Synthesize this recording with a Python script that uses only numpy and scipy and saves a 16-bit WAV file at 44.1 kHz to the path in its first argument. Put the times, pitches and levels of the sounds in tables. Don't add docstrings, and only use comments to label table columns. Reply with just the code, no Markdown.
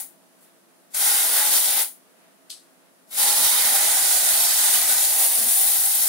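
import sys
import numpy as np
from scipy import signal
from scipy.fft import rfft, irfft, next_fast_len
from scipy.io import wavfile
from scipy.ndimage import uniform_filter1d

SR = 44100
rng = np.random.default_rng(int(sys.argv[2]) if len(sys.argv) > 2 else 0)


def waveform_to_disk(signal):
    frames = np.transpose(np.atleast_2d(signal))
    scaled = np.clip(frames, -1, 1) * 32767
    samples = np.round(scaled).astype(np.int16)
    wavfile.write(sys.argv[1], SR, samples)


N = 268128
LEAD = int(.4 * SR)
LONG = next_fast_len(N + LEAD)
TIME = (np.arange(LONG) - LEAD) / SR
HZ = np.maximum(np.fft.rfftfreq(LONG, 1 / SR), 1)
SIDES = np.array([[1], [-1]])

# frequency in Hz, relative density in dB.
SMALL_EDDIES = [(5000, -41.5), (7000, -12), (8200, -6), (9000, -1), (9900, 1.5), (10600, -0.5),
                (12300, -4.5), (15100, -4.5), (16500, -7)]
# frequency in Hz, relative density in dB.
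LARGE_EDDIES = [(60, -51), (110, -37), (206, -19), (340, -15), (820, -5), (1150, -9.5), (2000, -5.5),
                (3500, -5), (5400, -4), (7000, -.5), (8500, -4), (10500, -7), (13000, -14.5),
                (16500, -18.5)]
# centre in Hz, width in Hz, gain in dB.
SURFACE_RIPPLE = [(1450, 260, 3.5), (2010, 230, 4), (2733, 85, -4), (3650, 800, 3), (4540, 720, 2)]
# centre in Hz, width in Hz,
# relative gain in dB.
CAN_AIR = [(820, 95, 0), (680, 110, -11), (960, 120, -12)]
# valve cracks in seconds, first flow in dB, valve opens fully in seconds,
# finger lifts in seconds, full-flow fine hiss in dB.
BUTTON_PRESSES = [(-.9, -26, -.8, -.04, -24.5), (.934, -26, .997, 1.8, -20.4),
                  (3.103, -38, 3.174, 6.3, -19.3)]
# time in seconds, dulling of the coarse hiss as it turns away in dB,
# left minus right in dB, hum pitch in Hz, level of the lower treble in dB.
CAN_AIM = [(-.1, 3, 5, 820, 1), (.95, 1, 4, 820, 0), (1.05, 2, 2, 830, 0), (1.3, 0, 1, 825, 0),
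           (1.6, 2, 1.5, 840, -1), (1.85, 1.5, 2.5, 820, -1), (3.1, -1, 5, 820, 0), (3.25, .5, 0, 825, 0),
           (3.5, 0, -.5, 835, -.5), (3.75, .5, -.5, 785, 0), (3.98, 1, -.5, 850, .5),
           (4.15, 3, -1, 740, .5), (4.3, 2.5, -.5, 780, .5), (4.45, 2, -.5, 840, 0),
           (4.9, 2.5, .5, 845, -.5), (5.15, 6.5, -.5, 790, -1), (5.4, 7, 0, 820, -5), (5.55, 8, 1, 790, -7),
           (5.8, 8.5, 1, 795, -5), (6.1, 8.5, 1.5, 820, -4)]
# lower edge in Hz, upper edge in Hz, dB lost per dB of dulling,
# own flicker in dB.
COARSE_HISS_BANDS = [(20, 1100, 1., 1.), (1100, 2200, 1.2, 1.2), (2200, 4400, .9, .8),
                     (4400, 6600, .55, 1.)]
# frequency in Hz, left-right correlation.
ECHO_LIKENESS = [(60, .4), (130, 0.72), (290, 0.98), (640, 0.77), (1400, 0.63), (3100, 0.5), (6800, 0.25),
                 (15000, .02)]
# frequency in Hz, left minus right in dB.
PORT_LEVELS = [(60, 0), (200, -13), (700, -5.5), (1300, -10.5), (2400, -5), (4400, -10.5), (8100, -1),
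               (10500, 2.5), (15000, 4)]
# frequency in Hz, phase by which left leads in radians.
PORT_LEADS = [(60, 2.2), (130, 1.8), (260, 1.4), (500, 0.25), (860, 0.088), (16000, 0)]
# frequency in Hz, relative density in dB.
SPIT_SPECTRUM = [(590, -50), (1000, -26), (1770, -19), (2400, -16), (3000, -7), (3980, 0), (5600, -3),
                 (6800, -8), (8200, -2), (10500, -6), (13400, -22), (16000, -34)]
# start in seconds, level before the envelope in dB.
VALVE_TICKS = [(2.4952, -46), (2.4985, -35), (2.5028, -25)]
# start in seconds, level before the envelope in dB.
LIQUID_SLAPS = [(5.375, -34.5), (5.43, -34), (5.585, -47), (5.845, -48)]
# centre in Hz, width in Hz, relative gain in dB.
SLAP_BODY = [(228, 60, 0), (480, 300, -14)]
# time of the peak in seconds, level in dB.
AIR_GUSTS = [(3.23, -55), (3.41, -56), (3.67, -58)]
# frequency in Hz, relative density in dB.
HUSH_SPECTRUM = [(24, -40), (60, -36), (115, -31), (176, -4), (276, -4), (305, -13), (337, -5.5),
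                 (467, -7.5), (646, -7), (733, -10), (1900, -15), (2150, -20), (9220, -21.5),
                 (16000, -23.5)]
# centre in Hz, width in Hz, gain in dB.
HUSH_PEAKS = [(272, 20, 8.5), (650, 45, 7.5), (9900, 3100, 6.5)]
# frequency in Hz, left-right correlation.
HUSH_CORRELATION = [(60, -0.17), (130, -0.34), (290, -0.033), (640, 0.4), (1410, 0.0043), (3100, -0.078),
                    (6820, -0.09), (15000, 0.02)]
# frequency in Hz, left minus right in dB.
HUSH_LEVELS = [(60, -4.0), (110, -9.5), (200, -4), (380, 3.5), (700, -2), (1290, -2.5), (2380, -2.5),
               (4400, -3), (8120, 2.0), (15000, 4)]
# time of the peak in seconds, level in dB.
CLOTH_STIRS = [(.45, -76), (2.25, -66), (2.85, -72)]
# multiple of the fan frequency, level in dB.
FAN_PARTIALS = [(1, -78), (2, -76), (3, -81), (4, -79), (5, -83)]

LEAK_S, LEAK_START_DB, LEAK_END_DB = .03, -62, -50
CRACK_S, STEP_S, CLOSE_S = .012, .012, .03
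PART_OPEN_DB, CLOSING_DB = -4.5, -4
HUM_PART_OPEN_DB, COARSE_CLOSING_DB = -14, -6
COARSE_DB, HUM_DB = -6.2, -19.5
HUM_PER_DULLING, FINE_PER_DULLING = .9, .12
LOWER_TREBLE_HZ = 6600, 8700
ROOM_T60_S, TREBLE_T60_S, DIRECT_DB = .22, .26, -2.8
SPIT_S, SPIT_DB, SPIT_RISE_S, SPIT_FALL_S = 2.499, -30, .004, .006
SPIT_TAIL_DB, SPIT_TAIL_S = -41, .04
SPIT_PAN_DB = 8
RUSTLE_S, RUSTLE_DB, RUSTLE_SWELL_S = .43, -53.5, .028
GUST_SWELL_S = .04
HUSH_DB, STIR_DB, STIR_SWELL_S = -57.5, -70, .15
FAN_HZ, MAINS_HZ, MAINS_DB = 171.2, 121, -89
TOP_HZ = 15730


def spray(count=8):
    sputter_db = 1.2 * walk(150) + 0.62 * walk(25.26) + .3 * walk(7)
    aim_s, *aim = np.transpose(CAN_AIM)
    dull_db, pan_db, hum_hz, treble_db = (np.interp(TIME, aim_s, column) for column in aim)
    fine, coarse, hum = sum(valve(*press) for press in BUTTON_PRESSES)
    hiss = fine_hiss(fine, dull_db, treble_db, count) + coarse_hiss(coarse, dull_db, count)
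    hiss = hiss + can_hum(hum, hum_hz, dull_db, count)
    share = undb([9.85 * walk(4) for _ in range(count)])
    share /= np.sqrt(np.sum(share ** 2, axis=0))
    return room(hiss * share * undb(sputter_db)) * undb(SIDES * pan_db / 2)


def fine_hiss(flow, dull_db, treble_db, count):
    low_hz, high_hz = LOWER_TREBLE_HZ
    upper_level = flow * undb(0.39 * walk(11) - FINE_PER_DULLING * dull_db)
    lower_level = flow * undb(1.1 * walk(14) + treble_db)
    upper = jet_band(high_hz, SR, count) * upper_level
    return upper + jet_band(low_hz, high_hz, count) * lower_level


def coarse_hiss(flow, dull_db, count):
    hiss = 0
    for low_hz, high_hz, loss, flicker_db in COARSE_HISS_BANDS:
        level = flow * undb(flicker_db * walk(13) - loss * dull_db)
        hiss = hiss + jet_band(low_hz, high_hz, count) * level
    return hiss


def can_hum(flow, hum_hz, dull_db, count):
    place = np.cumsum(hum_hz / CAN_AIR[0][0])
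    steady = noise(ring(CAN_AIR), count)
    tones = np.array([np.interp(place, np.arange(LONG), x, period=LONG) for x in steady])
    return tones * (flow * undb(HUM_DB - HUM_PER_DULLING * dull_db + 1.4 * walk(9)))


def jet_band(low_hz, high_hz, count):
    small = undb(over_hz(SMALL_EDDIES))
    large = undb(over_hz(LARGE_EDDIES) + bumps_db(SURFACE_RIPPLE))
    small = small / np.linalg.norm(small)
    large = large / np.linalg.norm(large) * undb(COARSE_DB)
    gain = np.hypot(small, large) * band(low_hz, high_hz)
    return np.linalg.norm(gain) * noise(gain, count)


def valve(crack_s, first_db, open_s, lift_s, full_db):
    s = [crack_s - LEAK_S, crack_s, crack_s + CRACK_S, open_s, open_s + STEP_S, lift_s, lift_s + CLOSE_S]
    db = [LEAK_START_DB, LEAK_END_DB, first_db, full_db + PART_OPEN_DB, full_db, full_db, full_db + CLOSING_DB]
    fine_db = np.interp(TIME, s, db, -200, -200)
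    coarse_db = np.interp(TIME, s[-2:], [0, COARSE_CLOSING_DB])
    hum_db = np.interp(TIME, s[-4:], [HUM_PART_OPEN_DB, 0, 0, HUM_PART_OPEN_DB])
    return undb([fine_db, fine_db + coarse_db, fine_db + hum_db])


def room(places):
    t = np.arange(LEAD) / SR
    treble = 1 / (1 + (6000 / HZ) ** 4)
    fades = np.array([undb(-60 * t / t60) for t60 in (ROOM_T60_S, TREBLE_T60_S)])
    fades /= np.sqrt(np.sum(fades ** 2, axis=1, keepdims=True))
    direct, mid, side = 0, 0, 0
    for source in rfft(places):
        low, high = rfft(rng.standard_normal((2, LEAD)) * fades[:, None], LONG)
        echoes = source * (low + treble * (high - low))
        lag = np.exp(-1j * np.pi * HZ * rng.uniform(-12, 12) / SR)
        direct = direct + source * np.array([lag, lag.conj()])
        mid, side = mid + echoes[0], side + echoes[1]
    port_gain = undb(SIDES * over_hz(PORT_LEVELS) / 2)
    port_turn = np.exp(.5j * SIDES * over_hz(PORT_LEADS))
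    heard = undb(DIRECT_DB) * direct + pair(mid, side, ECHO_LIKENESS)
    return irfft(heard * port_gain * port_turn, LONG)


def nozzle_spit():
    puff = bursts([(SPIT_S, SPIT_DB)], SPIT_RISE_S, SPIT_FALL_S)
    puff = puff + bursts([(SPIT_S, SPIT_TAIL_DB)], SPIT_RISE_S, SPIT_TAIL_S)
    spit = puff * noise(undb(over_hz(SPIT_SPECTRUM)), count=4) * undb(2.7 * walk(400)) / 2
    tick_gain = ring([(4600, 4000, -1), (8400, 3000, 0), (14000, 5000, -16)])
    ticks = bursts(VALVE_TICKS, .0003, .0011) * noise(tick_gain)
    return (room(spit) + ticks) * undb(SIDES * SPIT_PAN_DB / 2)


def liquid_slaps():
    return room(bursts(LIQUID_SLAPS, .02, .02) * noise(ring(SLAP_BODY), count=2))


def air_gusts():
    envelope = sum(swell(s, db, GUST_SWELL_S) for s, db in AIR_GUSTS)
    return room(envelope * noise(peak(230, 170) ** 2, count=2))


def sleeve_rustle():
    gain = undb(over_hz(SMALL_EDDIES)) + undb(-12)
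    return room(swell(RUSTLE_S, RUSTLE_DB, RUSTLE_SWELL_S) * noise(gain))


def hush():
    mid, side = rfft(noise(undb(over_hz(HUSH_SPECTRUM) + bumps_db(HUSH_PEAKS)), count=2))
    ports = undb(SIDES * over_hz(HUSH_LEVELS) / 2)
    both = irfft(pair(mid, side, HUSH_CORRELATION) * ports, LONG)
    return both * undb(HUSH_DB + .4 * walk(12))


def cloth_stir():
    moving = undb(STIR_DB) + sum(swell(s, db, STIR_SWELL_S) for s, db in CLOTH_STIRS)
    return moving * noise(peak(1400, 2800), count=2) * undb(1.5 * walk(30))


def fan():
    turn = 2 * np.pi * np.cumsum(FAN_HZ * (1 + .002 * walk(2))) / SR
    tones = undb(MAINS_DB) * np.sin(2 * np.pi * MAINS_HZ * TIME)
    for multiple, db in FAN_PARTIALS:
        phase = rng.uniform(0, 2 * np.pi)
        tones = tones + undb(db + 2.5 * walk(5)) * np.sin(multiple * turn + phase)
    return np.sqrt(2) * tones * undb(SIDES * -1.5)


def undb(db):
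    return np.exp(np.asarray(db) * (np.log(10) / 20))


def over_hz(table):
    hz, value = np.transpose(table)
    return np.interp(np.log(HZ), np.log(hz), value)


def peak(hz, width):
    return 1 / (1 + ((HZ - hz ** 2 / HZ) / width) ** 2)


def bumps_db(modes):
    return sum(db * peak(hz, width) for hz, width, db in modes)


def ring(modes):
    return sum(undb(db) * peak(hz, width) for hz, width, db in modes)


def band(low_hz, high_hz):
    above = lambda hz: 1 / (1 + (hz / HZ) ** 12)
    return np.sqrt(np.maximum(above(low_hz) - above(high_hz), 0))


def noise(gain, count=1):
    real, imaginary = rng.standard_normal((2, count, len(HZ)))
    x = irfft((real + 1j * imaginary) * gain, LONG)
    return x / np.sqrt(np.mean(x ** 2))


def walk(rate):
    hold = int(SR / rate)
    x = np.repeat(rng.standard_normal(LONG // hold + 1), hold)
    x = uniform_filter1d(uniform_filter1d(x, hold), hold)[:LONG]
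    return x / x.std()


def pair(mid, side, likeness):
    c = np.clip(over_hz(likeness), -.95, .95)
    return mid * np.sqrt((1 + c) / 2) + SIDES * side * np.sqrt((1 - c) / 2)


def bursts(events, rise_s, fall_s):
    out = np.zeros(LONG)
    for s, db in events:
        t = np.maximum(TIME - s, 0)
        out += undb(db) * (1 - np.exp(-t / rise_s)) * np.exp(-t / fall_s)
    return out


def swell(s, db, width_s):
    return undb(db) * np.exp(-np.abs(TIME - s) / width_s)


def scene():
    small_sounds = nozzle_spit() + liquid_slaps() + air_gusts() + sleeve_rustle()
    background = hush() + cloth_stir() + fan()
    return (spray() + small_sounds + background)[:, LEAD:LEAD + N]


def record(dry):
    dry = signal.sosfilt(signal.butter(2, 70, "high", fs=SR, output="sos"), dry)
    return signal.sosfilt(signal.ellip(12, .2, 80, TOP_HZ, fs=SR, output="sos"), dry)


dry = scene()
out = record(dry)
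waveform_to_disk(out)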